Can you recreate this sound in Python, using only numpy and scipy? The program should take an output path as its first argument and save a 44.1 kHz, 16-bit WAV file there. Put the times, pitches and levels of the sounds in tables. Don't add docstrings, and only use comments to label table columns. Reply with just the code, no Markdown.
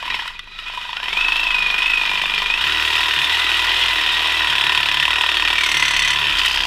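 import sys
import numpy as np
from scipy import signal
from scipy.io import wavfile

SR = 44100
rng = np.random.default_rng(int(sys.argv[2]) if len(sys.argv) > 2 else 0)


def to_linear_factor(level_db):
    exponent = np.asarray(level_db, float) / 20
    return 10 ** exponent


def master(y):
    cut = np.clip(np.atleast_2d(y).T, -1, 1)
    pcm = np.round(cut * 32767)
    wavfile.write(sys.argv[1], SR, pcm.astype(np.int16))


N = 293706
TIME = np.arange(N) / SR

# (time [s], speed [turns/s])
CRANK_SPEED = [(0.0, 14.98), (0.12, 25.05), (0.27, 10.67), (0.58, 13.59), (0.94, 12.7), (1.21, 26.53),
               (1.85, 24.61), (2.58, 24.55), (2.75, 38.3), (3.53, 38.86), (3.86, 42.82), (4.03, 37.43),
               (4.36, 40.72), (4.6, 33.96), (5.49, 38.07), (6.3, 34.7), (6.38, 31.03), (6.66, 32.79)]
# (time [s], speed gained [turns/s])
SLIPS = [
    (1.1, 0.76),
    (1.42, 1.38),
    (1.9, 1.82),
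    (2.64, 5.15),
    (3.22, -2.25),
    (3.38, 3.22),
    (4.72, 2.82),
    (5.13, 2.25),
    (5.89, -0.73),
    (6.26, 1.98),
]
# (time [s], position [share of a turn])
BITE_POSITION = [(0, .44), (1.0, .46), (2.0, .42), (3.0, .44), (3.2, .36), (3.9, .33), (4.1, .43),
                 (5.0, .435), (6.0, .445), (6.4, .39), (6.66, .42)]
# (time [s], steady rasp [dB], bite [dB], return knock [dB], shoe on the frame [dB])
HAND_FEED = [(0, -29.5, -26.5, -13.5, 6), (.15, -25, -16, -22, 4.5), (.3, -32.5, -30, -28, 5),
             (.43, -44, -55, -37, 4), (.6, -33.5, -28, -28, 3), (.72, -30, -26.5, -22.5, 5),
             (1.0, -30, -16.5, -15.5, 0.5), (1.2, -23, -14, -20, 4), (1.6, -24.5, -13.5, -17.5, 2),
             (2.2, -23, -12.5, -8.5, 0.5), (2.6, -24, -13.5, -20, 1.5), (2.68, -19, -11.5, -12, -2),
             (3.5, -19.5, -12, -15, 1), (4.35, -20, -13, -9, 0), (4.6, -20.5, -9, -20, 2.5),
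             (5.4, -22.5, -10, -28, 2.5), (6.25, -20.5, -12.5, -8, -2.5), (6.66, -24.5, -10.5, -13, 0.5)]
# (time [s], peak [dB], brightness [dB])
SNAGS = [(0.103, -13.5, -50), (0.144, -23, -45), (0.2771, -13, -15), (0.392, -16.5, -15),
         (0.5874, -20, -24), (0.681, -18.5, -18), (0.775, -27, -24), (0.813, -25, -25), (0.851, -31, -28),
         (0.9645, -18, -30), (2.378, -10, -36), (6.3932, -5, -14), (6.4594, -4.5, -7)]
# (time [s], tone pitch [Hz], tone [dB], screech [dB])
SQUEAL = [
    (5.45, 2440, -22, -70),
    (5.52, 2365, -29, -55),
    (5.62, 2320, -20, -32),
    (5.67, 2120, -25.5, -30.5),
    (5.85, 2023, -19, -30),
    (5.92, 2002, -20, -29),
    (6.0, 2014, -24.5, -31),
    (6.13, 2000, -19, -29),
    (6.18, 2070, -41, -63),
]
# (time [s], pitch [Hz], level [dB])
PLATE_RING = [
    (.26, 3930, -62),
    (.32, 3940, -58),
    (.55, 3980, -45),
    (.62, 3940, -70),
]
# (mesh pitch [Hz], mesh [dB], half mesh [dB])
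GEAR_CASE = [(1100, -53, -71), (1360, -41, -62), (1860, -36, -48), (2406, -35.5, -43), (2526, -26, -39),
             (2970, -30, -52), (3510, -37.5, -31.5), (4060, -41.5, -28.5)]
# (speed [turns/s], order 1 [dB], order 2 [dB], order 4 [dB], rumble [dB])
FLOOR_SHAKE = [(11, -53, -46, -57, -56), (13.4, -64, -48, -57, -56), (24.9, -40.5, -49, -60, -42.5),
               (26.8, -39, -55, -62, -45.5), (33, -43.5, -41, -55, -40), (32.9, -38, -50.5, -55.5, -45),
               (36.8, -48, -45.5, -41.5, -41.5), (39, -42.5, -44, -124, -39.5)]
# (pitch [Hz], width [Hz], level [dB])
FRAME_MODES = [(1183, 176, -8), (1441, 220, -1), (1480, 1000, -29.5), (1884, 59, -1.5), (1977, 84, -1.5),
               (2180, 20, -19.5), (2486, 30, -1.5), (2624, 37, -5), (2897, 43, -0.5), (3050, 43, -3),
               (3255, 170, 1.5), (3581, 57, -0.5), (3823, 40, -1.5), (4445, 81, -10.5), (4940, 57, -13.5),
               (5353, 83, -11)]
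# (pitch [Hz], width [Hz], level [dB])
SLEEVE_MODES = [(1850, 260, -4.5), (2612, 344, 2.5), (3132, 180, 3), (5390, 160, -11.5)]
# (pitch [Hz], width [Hz], level [dB])
CHIP_MODES = [(5600, 5100, 16), (8040, 540, 4), (9500, 1500, -57), (10400, 170, -14), (10980, 130, 2),
              (12800, 2200, -19), (15160, 620, 9)]
# (pitch [Hz], width [Hz], level [dB])
BLADE_MODES = [(4310, 180, 2), (5640, 70, -5), (6000, 110, -3), (6280, 54, -4.5), (7870, 670, -3.5),
               (10100, 500, -13)]
# (pitch [Hz], width [Hz], level [dB])
CHATTER_MODES = [(2780, 180, -7), (3130, 230, -2), (4700, 480, -10)]
# (pitch [Hz], width [Hz], level [dB])
PANEL_MODES = [(171.6, 10.6, -1.5), (312.6, 25.5, 5.5), (398, 43, 8), (532, 67, 0.5)]


def rms_one(x):
    return x / np.sqrt(np.mean(x ** 2) + 1e-20)


def read(rows, at):
    first, *columns = np.transpose(rows)
    return [np.interp(at, first, c) for c in columns]


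def in_time(rows):
    return read(rows, TIME)


def resonate(x, hz, width):
    r = np.exp(-np.pi * width / SR)
    feedback = [1, -2 * r * np.cos(2 * np.pi * hz / SR), r * r]
    return signal.lfilter([(1 - r * r) / 2, 0, (r * r - 1) / 2], feedback, x)


def drift(rate):
    r = np.exp(-32 * np.pi * rate / SR)
    noise = rng.standard_normal(N // 16 + 3002)
    slow = rms_one(signal.lfilter([1], [1, -2 * r, r * r], noise)[3000:])
    return np.interp(np.arange(N) / 16, np.arange(len(slow)), slow)


def grit(spread_db):
    size_db = spread_db * np.minimum(rng.exponential(1, N), 5)
    return rms_one(rng.standard_normal(N) * to_linear_factor(size_db))


def contact(turns, late_ms, spread_db, rise_ms, fall_ms):
    marks = np.flatnonzero(np.diff(np.floor(turns)) > 0)
    luck = rng.standard_normal((500, 2))[:len(marks)]
    at = marks + (luck[:, 0] * late_ms * SR / 1000).astype(int)
    clicks = np.zeros(N)
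    clicks[np.clip(at, 0, N - 1)] = to_linear_factor(spread_db * luck[:, 1])
    ms = np.arange(2000) * 1000 / SR
    shape = (1 - np.exp(-ms / rise_ms)) * np.exp(-ms / fall_ms)
    return clicks, signal.fftconvolve(clicks, shape / shape.max())[:N]


def body(modes, force, blows, turns, spread_db, patchy_db, grain_db=3.5):
    out = np.zeros(N)
    turn = (turns + .7).astype(int)
    teeth = grit(grain_db)
    for k, (hz, width, level_db) in enumerate(modes):
        width = max(width, hz / 45)
        share = to_linear_factor(spread_db * rng.standard_normal(400))[turn] * to_linear_factor(patchy_db * drift(2.63))
        drive = share * (force * np.roll(teeth, 4001 * k) + blows)
        even = np.sqrt(SR / np.pi / width)
        out += (-1) ** k * to_linear_factor(level_db) * even * resonate(drive, hz, width)
    return out / np.sqrt(np.sum(to_linear_factor(np.array(modes)[:, 2]) ** 2))


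def crank():
    slip_s, first_turn = .07, .5
    slips = sum(gain * np.exp(-.5 * ((TIME - s) / slip_s) ** 2) for s, gain in SLIPS)
    speed = in_time(CRANK_SPEED)[0] + slips
    return speed, first_turn + np.cumsum(speed) / SR


def garage(x, t60):
    s = np.arange(int(.5 * SR)) / SR
    tail = rng.standard_normal(len(s)) * to_linear_factor(-60 * s / t60) * (s > .004)
    return signal.fftconvolve(x, tail / np.sqrt(np.sum(tail ** 2)))[:N]


def buzz(turns):
    out = np.zeros(N)
    for k, lead in enumerate(rng.random(18), start=3):
        level_db = -0.5 * np.log2(k / 8) + 4.2 * drift(3.4)
        out += to_linear_factor(level_db) * np.cos(2 * np.pi * (k * turns + lead))
    return out


def shake(turns, speed):
    *orders_db, rumble_db = read(FLOOR_SHAKE, speed)
    low = np.zeros(N)
    for db, k, lead in zip(orders_db, (1, 2, 4), (.5, .1, 2)):
        low += to_linear_factor(db + 3 + 3.0 / k * drift(4)) * np.cos(2 * np.pi * k * turns + lead)
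    hits, jolt = contact(turns - .45, late_ms=.15, spread_db=1.0, rise_ms=1.2, fall_ms=4.0)
    panels = body(PANEL_MODES, to_linear_factor(rumble_db - 9) * (.7 + jolt), to_linear_factor(rumble_db + 27) * hits, turns,
                  spread_db=.8, patchy_db=2.2, grain_db=.5)
    floor = to_linear_factor(-55.0) * rms_one(resonate(rng.standard_normal(N), 29, 45))
    return low + to_linear_factor(-1) * panels + to_linear_factor(rumble_db - 17) * buzz(turns) + floor


def gears(turns, speed):
    mesh_per_turn, follows_bite = 97.8, 0.49
    case_hz, case_width_hz, rattle_width_hz = 2473, 103, 32
    rasp_db, bite_db, _, _ = in_time(HAND_FEED)
    hz = mesh_per_turn * speed
    mesh_db, half_db = read(GEAR_CASE, hz) + follows_bite * (bite_db + 14)
    angle = 2 * np.pi * turns
    bend = 1 + 0.011 * np.sin(angle + 0.69) + 0.0038 * drift(44.3)
    phase = 2 * np.pi * np.cumsum(hz * bend) / SR
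    swell = to_linear_factor(2.5 * np.cos(angle - 3.3) + 5 * np.cos(2 * angle - .4) + 1.2 * drift(45))
    mesh = swell * to_linear_factor(mesh_db + 5.0) * np.sin(phase)
    half = to_linear_factor(half_db + 3.0 * np.cos(2 * angle - .6) + 2.0 * drift(40)) * np.sin(phase / 2)
    loose = rms_one(resonate(swell * grit(0.67), case_hz, rattle_width_hz))
    rattle = to_linear_factor(-36 + 0.33 * (rasp_db + 21.5)) * loose
    return mesh + resonate(mesh, case_hz, case_width_hz) + half + rattle


def thud(turns):
    _, bite_db, knock_db, shoe_db = in_time(HAND_FEED)
    pull_db = -26.5 + 0.76 * (bite_db + 12.5) + shoe_db
    back_db = -28 + 0.81 * (knock_db + 14) + shoe_db
    hits, pull = contact(turns - .43, late_ms=.25, spread_db=1.3, rise_ms=1.2, fall_ms=3.0)
    taps, back = contact(turns + .07, late_ms=.4, spread_db=1.8, rise_ms=1.2, fall_ms=3.0)
    force = to_linear_factor(pull_db) * (pull + 0.18) + to_linear_factor(back_db) * (back + 0.13)
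    blows = to_linear_factor(24.0) * (to_linear_factor(pull_db) * hits + to_linear_factor(back_db) * taps)
    hollow = [(715, 110, -13), (930, 70, -4), (1000, 70, 0)]   # (pitch [Hz], width [Hz], level [dB])
    return body(hollow, to_linear_factor(-5) * force, blows, turns, spread_db=1.2, patchy_db=.6, grain_db=.6)


def chatter(turns):
    start_s, rise_s, level_db = 6.36, 0.018, -23
    gate = contact(2 * turns + .1, late_ms=0.49, spread_db=2.0, rise_ms=1.5, fall_ms=4.0)[1] + .2
    bound = np.clip((TIME - start_s) / rise_s, 0, 1)
    return bound * body(CHATTER_MODES, to_linear_factor(level_db) * gate, 0, turns,
                        spread_db=1.0, patchy_db=3.5, grain_db=4.5)


def squeal(turns, bite_at):
    hz, tone_db, screech_db = in_time(SQUEAL)
    gate = contact(turns - bite_at, late_ms=.5, spread_db=1.2, rise_ms=4.0, fall_ms=5.0)[1] + .15
    tone = np.sin(2 * np.pi * np.cumsum(hz * (1 + .018 * drift(201))) / SR)
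    tone = tone * to_linear_factor(tone_db + 6 + 2.0 * drift(180))
    tone = tone * (1 + .5 * drift(530))
    screech = body(BLADE_MODES, to_linear_factor(screech_db + 5) * gate, 0, turns,
                   spread_db=1.5, patchy_db=.8, grain_db=1.2)
    squealing = (TIME > SQUEAL[0][0]) & (TIME < SQUEAL[-1][0])
    ring_hz, ring_db = in_time(PLATE_RING)
    plate = to_linear_factor(ring_db) * np.sin(2 * np.pi * np.cumsum(ring_hz) / SR)
    return squealing * (gate * tone + screech) + plate


def snag_bursts(dying):
    s, peak_db, bright_db = np.array(SNAGS).T
    at = (s * SR).astype(int)
    snags, bright = np.zeros(N), np.zeros(N)
    snags[at] = to_linear_factor(peak_db - 4.5)
    bright[at] = to_linear_factor(peak_db + bright_db - 8)
    return signal.fftconvolve(snags, dying)[:N], signal.fftconvolve(bright, dying)[:N]


def blade(turns, bite_at):
    rasp_db, bite_db, knock_db, _ = in_time(HAND_FEED)
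    hiss_db = -46.5 + 1.36 * (rasp_db + 22)
    hits, bite = contact(turns - bite_at, late_ms=.25, spread_db=.9, rise_ms=.3, fall_ms=1.6)
    drag = contact(turns - bite_at - .12, late_ms=1, spread_db=2, rise_ms=2, fall_ms=3.5)[1]
    taps, knock = contact(turns + .05, late_ms=.5, spread_db=1.5, rise_ms=.4, fall_ms=2.2)

    bite_over = np.sqrt(np.maximum(to_linear_factor(bite_db) ** 2 - to_linear_factor(rasp_db) ** 2, 1e-9))
    knock_over = np.sqrt(np.maximum(to_linear_factor(knock_db) ** 2 - to_linear_factor(rasp_db) ** 2, 1e-9))
    bursts = bite_over * bite + to_linear_factor(-10.5) * knock_over * knock
    rasp = to_linear_factor(rasp_db - 2.5 + 1.2 * drift(40)) + to_linear_factor(-14) * bite_over * drag
    blows = bite_over * hits + to_linear_factor(-7) * knock_over * taps
    blows = blows + to_linear_factor(-2.5) * np.roll(blows, 52) + to_linear_factor(-8) * np.roll(blows, 130)
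    snags, bright = snag_bursts(np.exp(-np.arange(3000) / (0.0028 * SR)))

    crack = body(SLEEVE_MODES, to_linear_factor(-7) * bursts, to_linear_factor(19) * blows, turns,
                 spread_db=.8, patchy_db=.5, grain_db=.5)
    frame = body(FRAME_MODES, rasp + to_linear_factor(-12) * bursts + snags, to_linear_factor(3) * blows, turns,
                 spread_db=1.5, patchy_db=1.0, grain_db=1.5)
    crack = signal.sosfilt(signal.butter(2, 5200, fs=SR, output="sos"), crack)
    radiated = signal.butter(2, [900, 6360], "band", fs=SR, output="sos")
    steel = signal.sosfilt(radiated, crack + frame)

    strokes = to_linear_factor(-10) * (bursts + to_linear_factor(5.0) * bite_over * drag) / to_linear_factor(rasp_db)
    spray = to_linear_factor(hiss_db + 2.0 + 0.96 * drift(16.0)) * (1 + strokes) + bright
    return steel + body(CHIP_MODES, spray, 0, turns, spread_db=1.5, patchy_db=.8, grain_db=1.8)


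def scene():
    speed, turns = crank()
    bite_at = in_time(BITE_POSITION)[0]
    saw = gears(turns, speed) + thud(turns) + chatter(turns)
    saw = saw + squeal(turns, bite_at) + blade(turns, bite_at)
    return (saw + to_linear_factor(-14.5) * garage(saw, t60=0.68) + shake(turns, speed))[None]


def low_pass(x):
    return signal.sosfilt(signal.butter(12, 15700, fs=SR, output="sos"), x)


def record(dry):
    rounded = 1.1 * np.tanh(dry / 1.1)
    mix = signal.sosfilt(signal.cheby2(14, 60, 15550, fs=SR, output="sos"), rounded)
    return low_pass(mix)


dry = scene()
out = record(dry)
master(out)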